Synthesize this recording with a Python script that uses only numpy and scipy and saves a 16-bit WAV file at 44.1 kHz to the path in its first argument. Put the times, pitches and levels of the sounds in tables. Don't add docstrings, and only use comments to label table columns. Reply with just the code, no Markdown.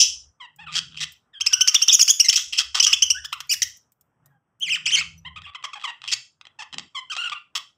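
import sys
import numpy as np
from scipy import signal
from scipy.fft import rfft, irfft
from scipy.io import wavfile
from scipy.ndimage import uniform_filter1d, minimum_filter1d

SR = 44100
rng = np.random.default_rng(int(sys.argv[2]) if len(sys.argv) > 2 else 0)


def generate_wav(sig):
    pcm = np.round(np.clip(np.atleast_2d(sig).T, -1, 1) * 32767).astype(np.int16)
    wavfile.write(sys.argv[1], SR, pcm)


N = 342657
EDGE_HZ = 15700

# start in seconds, end in seconds, top pitch in Hz, place of the crest (0-1),
# level in dB, swell over its length in dB, beak opening in dB.
CHIRPS = [(1.404, 1.424, 3190, 0.73, -15, 4.5, -0.5), (1.461, 1.479, 2743, 0.6, -8.5, 3, 5.5),
          (1.528, 1.546, 3040, 0.6, -6, 5, 6), (1.605, 1.627, 3087, .62, -6.5, -1, 5.5),
          (1.673, 1.691, 2820, 0.78, -7, -9.5, 10.5), (1.678, 1.7, 3123, 0.49, -11, -3.5, 11.5),
          (1.743, 1.759, 2910, 0.69, -4.5, -6, 12), (1.749, 1.771, 3636, .6, -11, 13, -27.5),
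          (1.815, 1.844, 3207, 0.62, -9.5, -9, 9), (1.88, 1.891, 3087, 0.64, 0, 4.5, 24),
          (1.883, 1.91, 3660, .56, -6.5, -2, -32.5), (1.924, 1.959, 3516, .47, -5, -3.5, 20.5),
          (1.992, 2.009, 2934, .62, -9, -5, 11), (2.007, 2.021, 2604, .46, -2.5, 0, 20.5),
          (2.014, 2.036, 3460, 0.51, -7.5, 2, 20.5), (2.075, 2.1, 3190, 0.71, -11.5, -16.5, 10),
          (2.098, 2.114, 3490, 0.55, -1.5, -0.5, 19), (2.195, 2.22, 2932, .54, -3, -17.5, 12.5),
          (2.284, 2.298, 2795, 0.3, -1, 5.5, 11.5), (2.295, 2.304, 3360, 0.57, -5.5, -5.5, 6),
          (2.797, 2.817, 3130, .66, -6, -24, 6), (2.866, 2.873, 2868, 0.68, 5, 1, 8.5),
          (2.925, 2.949, 3460, 0.75, -7, -12.5, -5), (3.02, 3.049, 3232, 0.51, -4, -44, 7),
          (3.099, 3.122, 3027, .58, -8, -6, 7), (3.243, 3.263, 1767, 0.74, -25.5, 4, -4.5),
          (3.325, 3.348, 1434, .62, -21, -32, -15), (3.402, 3.415, 2155, 0.99, -26.5, -15, -6),
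          (3.505, 3.55, 2943, 0.23, -14.5, 3, 3.5), (3.624, 3.64, 3160, 0.24, -13, -18, 10.5)]
# start in seconds, end in seconds, first pitch in Hz, settled pitch in Hz,
# roughness (0-1, held to 0.42 in the syrinx), level in dB, beak opening in dB.
GLIDING_NOTES = [(0.397, 0.468, 1196, 935, 0.14, -38.5, -22), (0.583, 0.656, 760, 941, 0.23, -42.5, -22),
                 (0.661, 0.708, 1594, 1185, 0.3, -37.5, -32), (1.329, 1.396, 1904, 1602, 0.15, -44, -31.5),
                 (1.908, 1.948, 2690, 2570, .35, -18.5, 14), (2.093, 2.102, 1710, 1806, .4, -12.5, 16.5),
                 (2.243, 2.269, 2094, 2080, .22, -19, 6.5), (3.492, 3.521, 2030, 2596, 0.13, -19.5, 10),
                 (3.619, 3.625, 2930, 1727, 0.08, -12, 5), (5.247, 5.29, 800, 1129, 0.13, -35, -34),
                 (5.357, 5.395, 989, 1317, 0.5, -37.5, -24), (5.432, 5.459, 1990, 1626, 0.2, -45, -22),
                 (5.45, 5.466, 1700, 3100, 0.05, -40, -26), (5.459, 5.507, 966, 1239, 0.57, -41.5, -29),
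                 (5.546, 5.564, 1586, 1000, .16, -32, -18.5), (5.637, 5.66, 1328, 1034, 0.54, -27, -9),
                 (5.731, 5.747, 1490, 1090, 0.17, -32, -12.5), (5.752, 5.786, 875, 868, 0.5, -38, -18),
                 (5.837, 5.864, 1396, 1025, 0.16, -25, -15), (5.87, 5.911, 853, 1017, 0.29, -29, -20),
                 (6.587, 6.622, 835, 907, 0.28, -34, -7), (6.619, 6.636, 1203, 937, 0.36, -34, -8),
                 (6.945, 7.004, 1158, 1051, 0.07, -28.5, -16.5), (7.097, 7.125, 1294, 1680, 0.08, -29, -16),
                 (7.114, 7.142, 1480, 1207, 0.22, -30, -5), (7.174, 7.238, 1220, 1490, 0.14, -26.5, -20),
                 (7.231, 7.29, 1536, 1434, 0.21, -25, -23), (7.316, 7.339, 1017, 1211, 0.32, -26.5, -19.5),
                 (7.346, 7.387, 1618, 1340, 0.1, -37, -30)]
# time in seconds, pitch in Hz, level in dB.
SQUAWKS = [
    [(4.606, 2850, -39.5), (4.63, 3290, -16.5), (4.66, 2754, -30.5), (4.69, 2032, -24.5),
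     (4.71, 3300, -18.5), (4.724, 2657, -16.5), (4.74, 2405, -18.5), (4.751, 3160, -17),
     (4.76, 1857, -24.5), (4.78, 1080, -38.5)],
    [(4.855, 2590, -31.5), (4.862, 3374, -14), (4.867, 2350, -16), (4.899, 2950, -22.5), (4.908, 1680, -28),
     (4.924, 3162, -17), (4.955, 3047, -8), (4.962, 2180, -24), (4.985, 2218, -14.5), (5.003, 2610, -23),
     (5.011, 1423, -20), (5.03, 1117, -32)],
]
# start in seconds, end in seconds, level in dB, swell over its length in dB,
# low shelf of the throat in dB.
RASPS = [(0.0, 0.031, -0.5, -3, -20.5), (0.695, 0.723, -44, 3, 7), (.722, 0.768, -30.5, 7, -1),
         (0.751, 0.794, -20.5, 0, 1.5), (0.911, 0.963, -46.5, 8, 1.5), (0.966, 1.002, -34.5, -5.5, -4),
         (1.002, 1.045, -25, -1.5, 0), (2.327, 2.349, -19.5, -9, -1.5), (2.354, 2.366, -3.5, 39, -9.5),
         (2.372, 2.403, -25, -8, 1), (2.524, 2.572, -26.5, -12, -3), (2.573, 2.593, -14.5, 19, -3),
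         (2.589, 2.622, -20, -7.5, 1.5), (2.744, 2.795, -21, -9.5, 7), (2.825, 2.852, -12.5, 3, -57),
         (5.795, 5.84, -43, 5, 5), (6.033, 6.081, -40, -18, 8), (6.074, 6.112, -28.5, -1, -3),
         (6.114, 6.142, -18, 9.5, -1), (6.727, 6.746, -33, 5, 7.5), (7.165, 7.181, -28.5, -6, 9.5),
         (7.551, 7.585, -24, -15, 4.5)]
# time in seconds, level in dB.
CLUCKS = [(3.513, -38), (5.419, -40), (5.536, -52), (5.627, -41), (6.018, -37.5), (6.412, -39),
          (6.453, -42), (6.469, -41), (6.783, -23.5), (6.795, -30.5), (7.152, -31.5), (7.297, -28.5)]
# start in seconds,
# end in seconds, first pitch in Hz, last pitch in Hz, level in dB.
THIN_GLIDES = [(1.406, 1.46, 1415, 1700, -56), (1.501, 1.576, 1645, 1320, -43),
               (1.545, 1.676, 1490, 1540, -42), (1.682, 1.739, 1370, 1180, -49),
               (1.771, 1.86, 1780, 1900, -60), (3.141, 3.198, 1377, 1850, -36.5),
               (4.235, 4.313, 1840, 1900, -75.5), (4.291, 4.394, 1670, 1600, -72),
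               (4.311, 4.388, 860, 790, -74), (5.175, 5.195, 5910, 5900, -54.5)]
# frequency in Hz, gain in dB.
THROAT = [(300, -30.5), (550, -29.5), (900, -12), (1150, -8.5), (1600, -11), (2300, -10), (3100, 3.5),
          (3600, -3), (4150, -5.5), (5400, 4.5), (7600, -9.5), (11000, -31.5), (14000, -30.5)]
# frequency in Hz, share.
BEAK_SHARE = [(3700, 0.026), (4300, 0.46), (5600, 0.98), (6850, 0.86), (7400, 0.49), (9000, 0.52),
              (12000, 0.7), (15000, 0.45)]
# frequency in Hz, gain in dB.
CHIRP_TINT = [(700, -1.5), (1400, 3), (2200, 1), (3100, 0.5), (4200, -2.5), (5600, -1), (8000, -2),
              (14000, -4.5)]
GLIDING_TINT = [(800, 2), (1300, -3.5), (2400, 4.5), (3100, -0.5), (3900, -4.5), (5500, -3), (8000, 0),
                (13000, 2)]
SQUAWK_TINT = [(1200, -2), (2300, 4.5), (3100, -1.5), (4100, -7), (5500, -3), (7500, 2.5), (13000, -1.5)]
RASP_TINT = [(600, -2), (1100, -4.5), (2100, -2), (3100, -1), (4200, 1.5), (5500, 2), (8000, 1.5),
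             (13000, 1.5)]
# time in seconds, treble gain in dB.
TOP_TREBLE = [(0, -1), (.75, -4), (1.7, 6.5), (2, 13.5), (2.599, 0.5), (3.1, 4), (3.55, 19), (4.699, 6),
              (7.2, -9), (7.599, 8)]
# time in seconds, level in dB.
TICKS = [(0.5617, -44), (1.1214, -38), (3.471, -48), (3.77, -41), (3.92, -45.5), (4.0106, -43.5),
         (4.2592, -42), (4.599, -40), (5.1782, -53)]
# frequency in Hz, relative level in dB.
TICK_COLOUR = [(1000, -31), (3500, -23), (6000, -17), (8000, -13), (11000, -19), (14500, -8),
               (16000, -22.5)]
# start in seconds, length in seconds, level in dB.
BUMPS = [(0.69, 0.43, -65.5), (2.07, 0.076, -62.5), (4.677, 0.53, -61.5), (6.706, 0.13, -51),
         (6.775, 0.13, -58.5)]
# frequency in Hz, relative level in dB.
BUMP_COLOUR = [(60, -31), (150, 8), (250, 5), (400, -6), (800, -26), (3000, -76.5)]
# frequency in Hz, time to fall by 60 dB in seconds.
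ROOM_T60 = [(700, 0.18), (1800, 0.23), (3200, 0.27), (5500, 0.31), (9000, 0.36), (14000, 0.21)]
# frequency in Hz, level in dB.
ROOM_DB = [(700, -6.5), (1500, -6), (3200, -14.5), (5500, -18), (9000, -20), (14000, -10)]
# frequency in Hz, relative level in dB per Hz.
AIR = [(18, -37), (30, -18.5), (118, 1), (394, -12), (1350, -8), (2120, -17), (3310, -23), (4080, -46.5),
       (5590, -24.5), (7270, -35.5), (7870, -22), (9220, -35), (16000, -44)]
# start in seconds, end in seconds, centre in Hz, level in dB ahead of the bass cut.
RUMBLES = [(0, 0.346, 65.6, -60.5), (0.521, 1.144, 156.3, -53.5), (0.549, 1.213, 77, -63),
           (1.364, 1.706, 86, -64), (2.345, 3.53, 65, -59), (2.9, 3.75, 133.2, -69),
           (3.562, 3.756, 84.7, -61), (4.15, 4.418, 140, -66.5), (4.547, 5.549, 158, -57),
           (4.901, 5.56, 83.4, -55), (5.983, 6.252, 121, -66), (6.683, 6.9, 80, -72.5)]

CHIRP_BOW, STEADY_ROUGH, ONSET_ROUGH, CLEAR_S = 1.35, .17, .42, 0.0046
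SETTLE_SHARE, END_SAG, SAG_PER_OCTAVE_RISEN = .26, .12, 0.23
FULL_DB_AT_1_KHZ, FULL_DB_PER_OCTAVE = 10, -11
SQUAWK_ROUGH = [.1, .2]
MIDDLE_PUSH_DB, SLAPS_PER_S, DOUBLING_DB, FASTEST_SLAPS_PER_S = -22, 270, 15, 340
RASP_BEAK_DB, BEAK_DB_PER_DB = -10, 0.71
CLUCK_S, CLUCK_SWELL_DB, CLUCK_LOW_DB = .0045, -8.5, 4
RISING_CREST, CROAK_LEAD_S, CROAK_S = .58, 0.0027, .01
CROAK_DB, CROAK_SWELL_DB, CROAK_LOW_DB = -20, 11, 2.5


def gain_of(db):
    return 10 ** (np.asarray(db) / 20)


def evened(x):
    return x / np.sqrt(np.mean(x ** 2) + 1e-20)


def read(points, hz):
    f, value = np.transpose(points)
    return np.interp(np.log(hz + 1), np.log(f + 1), value)


def add(mix, s, sound):
    part = mix[max(round(s * SR), 0):][:len(sound)]
    part += sound[:len(part)]


def coloured(x, points):
    hz = np.fft.rfftfreq(len(x), 1 / SR)
    return evened(irfft(rfft(x) * gain_of(read(points, hz)), len(x)))


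def wander(hz, count=N):
    size = max(count, SR // 2)
    f = np.fft.rfftfreq(size, 1 / SR)
    noise = rfft(rng.standard_normal(size))
    return evened(irfft(noise * np.exp(-(f / hz) ** 2), size))[:count]


def span(start, end):
    return slice(max(round(start * SR), 0), round(end * SR))


def progress(start, end):
    return np.linspace(0, 1, round((end - start) * SR))


def harmonics(phase, hz, slope_db=0, uneven_db=0, count=15):
    height = gain_of(slope_db * np.arange(count) + uneven_db * rng.standard_normal(count))
    stack = 0
    for k in range(1, count + 1):
        partial = np.cos(k * phase + np.pi * k * k / (count // 2))
        stack = stack + height[k - 1] * partial * (k * hz < EDGE_HZ)
    return evened(stack)


def syrinx(hz, rough, jitter, flutter, hiss, slope_db, uneven_db, waver_share, waver_hz, doubling=0.28):
    count, rough = len(hz), np.clip(rough, 0, .42)
    waver = 1 + waver_share * wander(waver_hz, count) + jitter * rough * wander(410, count)
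    phase = 2 * np.pi * np.cumsum(hz * waver) / SR
    unsteady = 1 + rough * (flutter * wander(700, count) + doubling * np.cos(phase / 2))
    buzz = (1 - rough) * harmonics(phase, hz, slope_db, uneven_db) * unsteady
    return buzz + hiss * rough * rng.standard_normal(count)


def voiced(source, level_db, swell_db, low_db, beak_db, edge_share, low_hz=1900):
    count = len(source)
    pressure = signal.windows.tukey(count, min(edge_share, 1)) * gain_of(swell_db * np.linspace(0, 1, count))
    hz = np.fft.rfftfreq(count, 1 / SR)
    low_shelf_db = low_db / (1 + (hz / low_hz) ** 8)
    colour_db = read(THROAT, hz) + low_shelf_db + beak_db * read(BEAK_SHARE, hz)
    throat_sound = irfft(rfft(source) * gain_of(colour_db), count)
    return gain_of(level_db) * evened(pressure * throat_sound)


def chirps(lift=0.81, low_db=5, edge_share=.58):
    out = np.zeros(N)
    for start, end, top_hz, crest, level_db, swell_db, beak_db in CHIRPS:
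        u = progress(start, end)
        tension = np.exp(-CHIRP_BOW * (u - crest) ** 2)
        rough = STEADY_ROUGH + ONSET_ROUGH * np.exp(-u * (end - start) / CLEAR_S)
        source = syrinx(top_hz * tension, rough, jitter=.12, flutter=1.0, hiss=0.22,
                        slope_db=0.72, uneven_db=1.1, waver_share=0.01, waver_hz=220)
        tinted = coloured(source * tension ** lift, CHIRP_TINT)
        add(out, start, voiced(tinted, level_db, swell_db, low_db, beak_db, edge_share))
    return out


def gliding_notes(swell_db=-3, edge_share=0.39):
    out = np.zeros(N)
    for start, end, first_hz, settled_hz, rough, level_db, beak_db in GLIDING_NOTES:
        u = progress(start, end)
        sag = END_SAG + SAG_PER_OCTAVE_RISEN * np.log2(settled_hz / first_hz)
        slide_hz = settled_hz + (first_hz - settled_hz) * np.exp(-u / SETTLE_SHARE)
        hz = slide_hz * (1 - sag * u ** 4)
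        low_db = FULL_DB_AT_1_KHZ + FULL_DB_PER_OCTAVE * np.log2(settled_hz / 1000)
        source = syrinx(hz, rough, jitter=.11, flutter=0.72, hiss=.7,
                        slope_db=-0.48, uneven_db=0.67, waver_share=0.02, waver_hz=110)
        tinted = coloured(source, GLIDING_TINT)
        add(out, start, voiced(tinted, level_db, swell_db, low_db, beak_db, edge_share))
    return out


def squawks(low_db=4, beak_db=-14, edge_share=0.029):
    out = np.zeros(N)
    for curve, rough in zip(SQUAWKS, SQUAWK_ROUGH):
        s, hz, level_db = np.transpose(curve)
        t = np.arange(s[0], s[-1], 1 / SR)
        source = syrinx(np.interp(t, s, hz), rough, jitter=0.129, flutter=1.87, hiss=.4,
                        slope_db=-1.22, uneven_db=3.9, waver_share=.013, waver_hz=220)
        tone = voiced(coloured(source, SQUAWK_TINT), 0, 0, low_db, beak_db, edge_share)
        loudness = np.sqrt(uniform_filter1d(tone ** 2, size=441) + 1e-3)
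        add(out, s[0], tone / loudness * gain_of(np.interp(t, s, level_db)))
    return out


def rasp(start, end, level_db, swell_db, low_db, unevenness=.38, scatter=.14,
         tight_hz=2850, loose_hz=1080, edge_share=0.19):
    count = len(progress(start, end))
    push_db = level_db - MIDDLE_PUSH_DB
    rate = min(SLAPS_PER_S * 2 ** (push_db / DOUBLING_DB), FASTEST_SLAPS_PER_S)
    force = gain_of(1.8 * wander(200, count))
    middle_hz = np.interp(low_db, [-4, 4], [tight_hz, loose_hz])
    hz = middle_hz * np.exp(scatter * wander(450, count))
    squeak = harmonics(2 * np.pi * np.cumsum(hz) / SR, hz)
    uneven_rate = rate * np.exp(unevenness * wander(280, count))
    since_slap = (np.cumsum(uneven_rate) / SR % 1) / rate
    slap = .25 + np.exp(-(since_slap / .0012 - 1) ** 2)
    puffs = (squeak + .5 * rng.standard_normal(count)) * slap * force
    beak_db = RASP_BEAK_DB + BEAK_DB_PER_DB * push_db
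    return voiced(coloured(puffs, RASP_TINT), level_db, swell_db, low_db, beak_db, edge_share)


def rasps():
    out = np.zeros(N)
    for row in RASPS:
        add(out, row[0], rasp(*row))
    for s, level_db in CLUCKS:
        add(out, s, rasp(s, s + CLUCK_S, level_db, CLUCK_SWELL_DB, CLUCK_LOW_DB))
    for start, _, _, crest, level_db, _, _ in CHIRPS:
        if crest > RISING_CREST:
            s = start - CROAK_LEAD_S
            add(out, s, rasp(s, s + CROAK_S, level_db + CROAK_DB, CROAK_SWELL_DB, CROAK_LOW_DB))
    return out


def top_treble_varied(x, above_hz=10000):
    hz = np.fft.rfftfreq(N, 1 / SR)
    top = irfft(rfft(x) * (1 - 1 / (1 + (hz / above_hz) ** 12)), N)
    treble_db = np.interp(np.arange(N) / SR, *np.transpose(TOP_TREBLE))
    return x + top * (gain_of(treble_db) - 1)


def bounced(x, delay_s=.00153, strength=.38):
    t = np.arange(N) / SR
    return x + strength * np.interp(t - delay_s, t, x, left=0)


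def thin_glides(waver=.02, overtone_db=-12):
    out, shake = np.zeros(N), wander(120)
    for start, end, first_hz, last_hz, level_db in THIN_GLIDES:
        wobble = 1 + waver * shake[span(start, end)]
        glide_hz = np.linspace(first_hz, last_hz, len(wobble))
        phase = 2 * np.pi * np.cumsum(glide_hz * wobble) / SR
        tone = evened(np.sin(phase) + gain_of(overtone_db) * np.sin(2 * phase))
        add(out, start, gain_of(level_db) * tone * signal.windows.tukey(len(tone), .5))
    return out


def ticks(t60=0.038, trim_db=-7):
    strength, t = np.zeros(N), np.arange(SR // 10) / SR
    for s, level_db in TICKS:
        add(strength, s, gain_of(level_db + trim_db - 60 * t / t60))
    return strength * coloured(rng.standard_normal(N), TICK_COLOUR)


def bumps():
    strength = np.zeros(N)
    for s, length, level_db in BUMPS:
        add(strength, s, gain_of(level_db) * np.hanning(round(length * SR)))
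    return strength * coloured(rng.standard_normal(N), BUMP_COLOUR)


def room(x, near_db=-12, near_t60=0.063, first_s=.002, build_s=0.036):
    t = np.arange(SR) / SR
    signs = rng.choice([-1., 1.], (2, SR))
    sparse = signs * (rng.random((2, SR)) < 3000 / SR) * (t > first_s)
    near = sparse[0] * gain_of(-60 * t / near_t60)
    hz, age, z = signal.stft(sparse[1] * (1 - np.exp(-t / build_s)), SR, nperseg=256)
    z = z * gain_of(-60 * age / read(ROOM_T60, hz)[:, None])
    energy_norm = np.linalg.norm(signal.istft(z, SR, nperseg=256)[1])
    z *= (gain_of(read(ROOM_DB, hz)) / energy_norm)[:, None]
    tail = signal.istft(z, SR, nperseg=256)[1][:SR]
    response = tail + gain_of(near_db) * near / np.linalg.norm(near)
    return signal.fftconvolve(x, response)[:N]


def background(air_db=-71, width_hz=15):
    swell = gain_of(1.8 * wander(7))
    out = gain_of(air_db) * swell * coloured(rng.standard_normal(N), AIR)
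    f = np.fft.rfftfreq(2 * SR, 1 / SR)
    for start, end, hz, level_db in RUMBLES:
        count = len(progress(start, end))
        noise = rfft(rng.standard_normal(2 * SR))
        boom = irfft(noise / (1 + ((f - hz) / width_hz) ** 2))[:count]
        add(out, start, gain_of(level_db) * evened(boom * signal.windows.tukey(count, .4)))
    return signal.sosfilt(signal.butter(2, 42, "high", fs=SR, output="sos"), out)


def limited(x, ceiling=0.88):
    gain = minimum_filter1d(np.minimum(1, ceiling / (abs(x) + 1e-9)), size=257)
    return x * uniform_filter1d(uniform_filter1d(gain, size=129), size=129)


def scene(chirps_db=-6.0, squawks_db=-3, gliding_db=-3.0, rasps_db=-2, thin_wet_db=3, gliding_wet_db=1):
    song = gain_of(chirps_db) * chirps() + gain_of(squawks_db) * squawks()
    calls = top_treble_varied(song + bounced(gain_of(rasps_db) * rasps())) + ticks()
    gliding = bounced(gain_of(gliding_db) * gliding_notes())
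    thin = thin_glides()
    echo = room(calls + gain_of(gliding_wet_db) * gliding + gain_of(thin_wet_db) * thin)
    return (calls + gliding + thin + echo + bumps() + background())[None]


def record(dry, threshold_db=-84, depth_db=9, from_hz=1500):
    hz, _, z = signal.stft(dry[0], SR, nperseg=512, noverlap=384)
    power = uniform_filter1d(uniform_filter1d(abs(z) ** 2, size=5, axis=0), size=5, axis=1)
    weak = 1 / (1 + abs(power) / gain_of(threshold_db) ** 2)
    z = z * gain_of(-depth_db * weak * np.minimum(hz / from_hz, 1)[:, None])
    cleaned = limited(signal.istft(z, SR, nperseg=512, noverlap=384)[1][:N])
    band_limit = signal.firwin(301, EDGE_HZ, window=("kaiser", 9), fs=SR)
    return signal.oaconvolve(cleaned, band_limit, "same")[None]


dry = scene()
out = record(dry)
generate_wav(out)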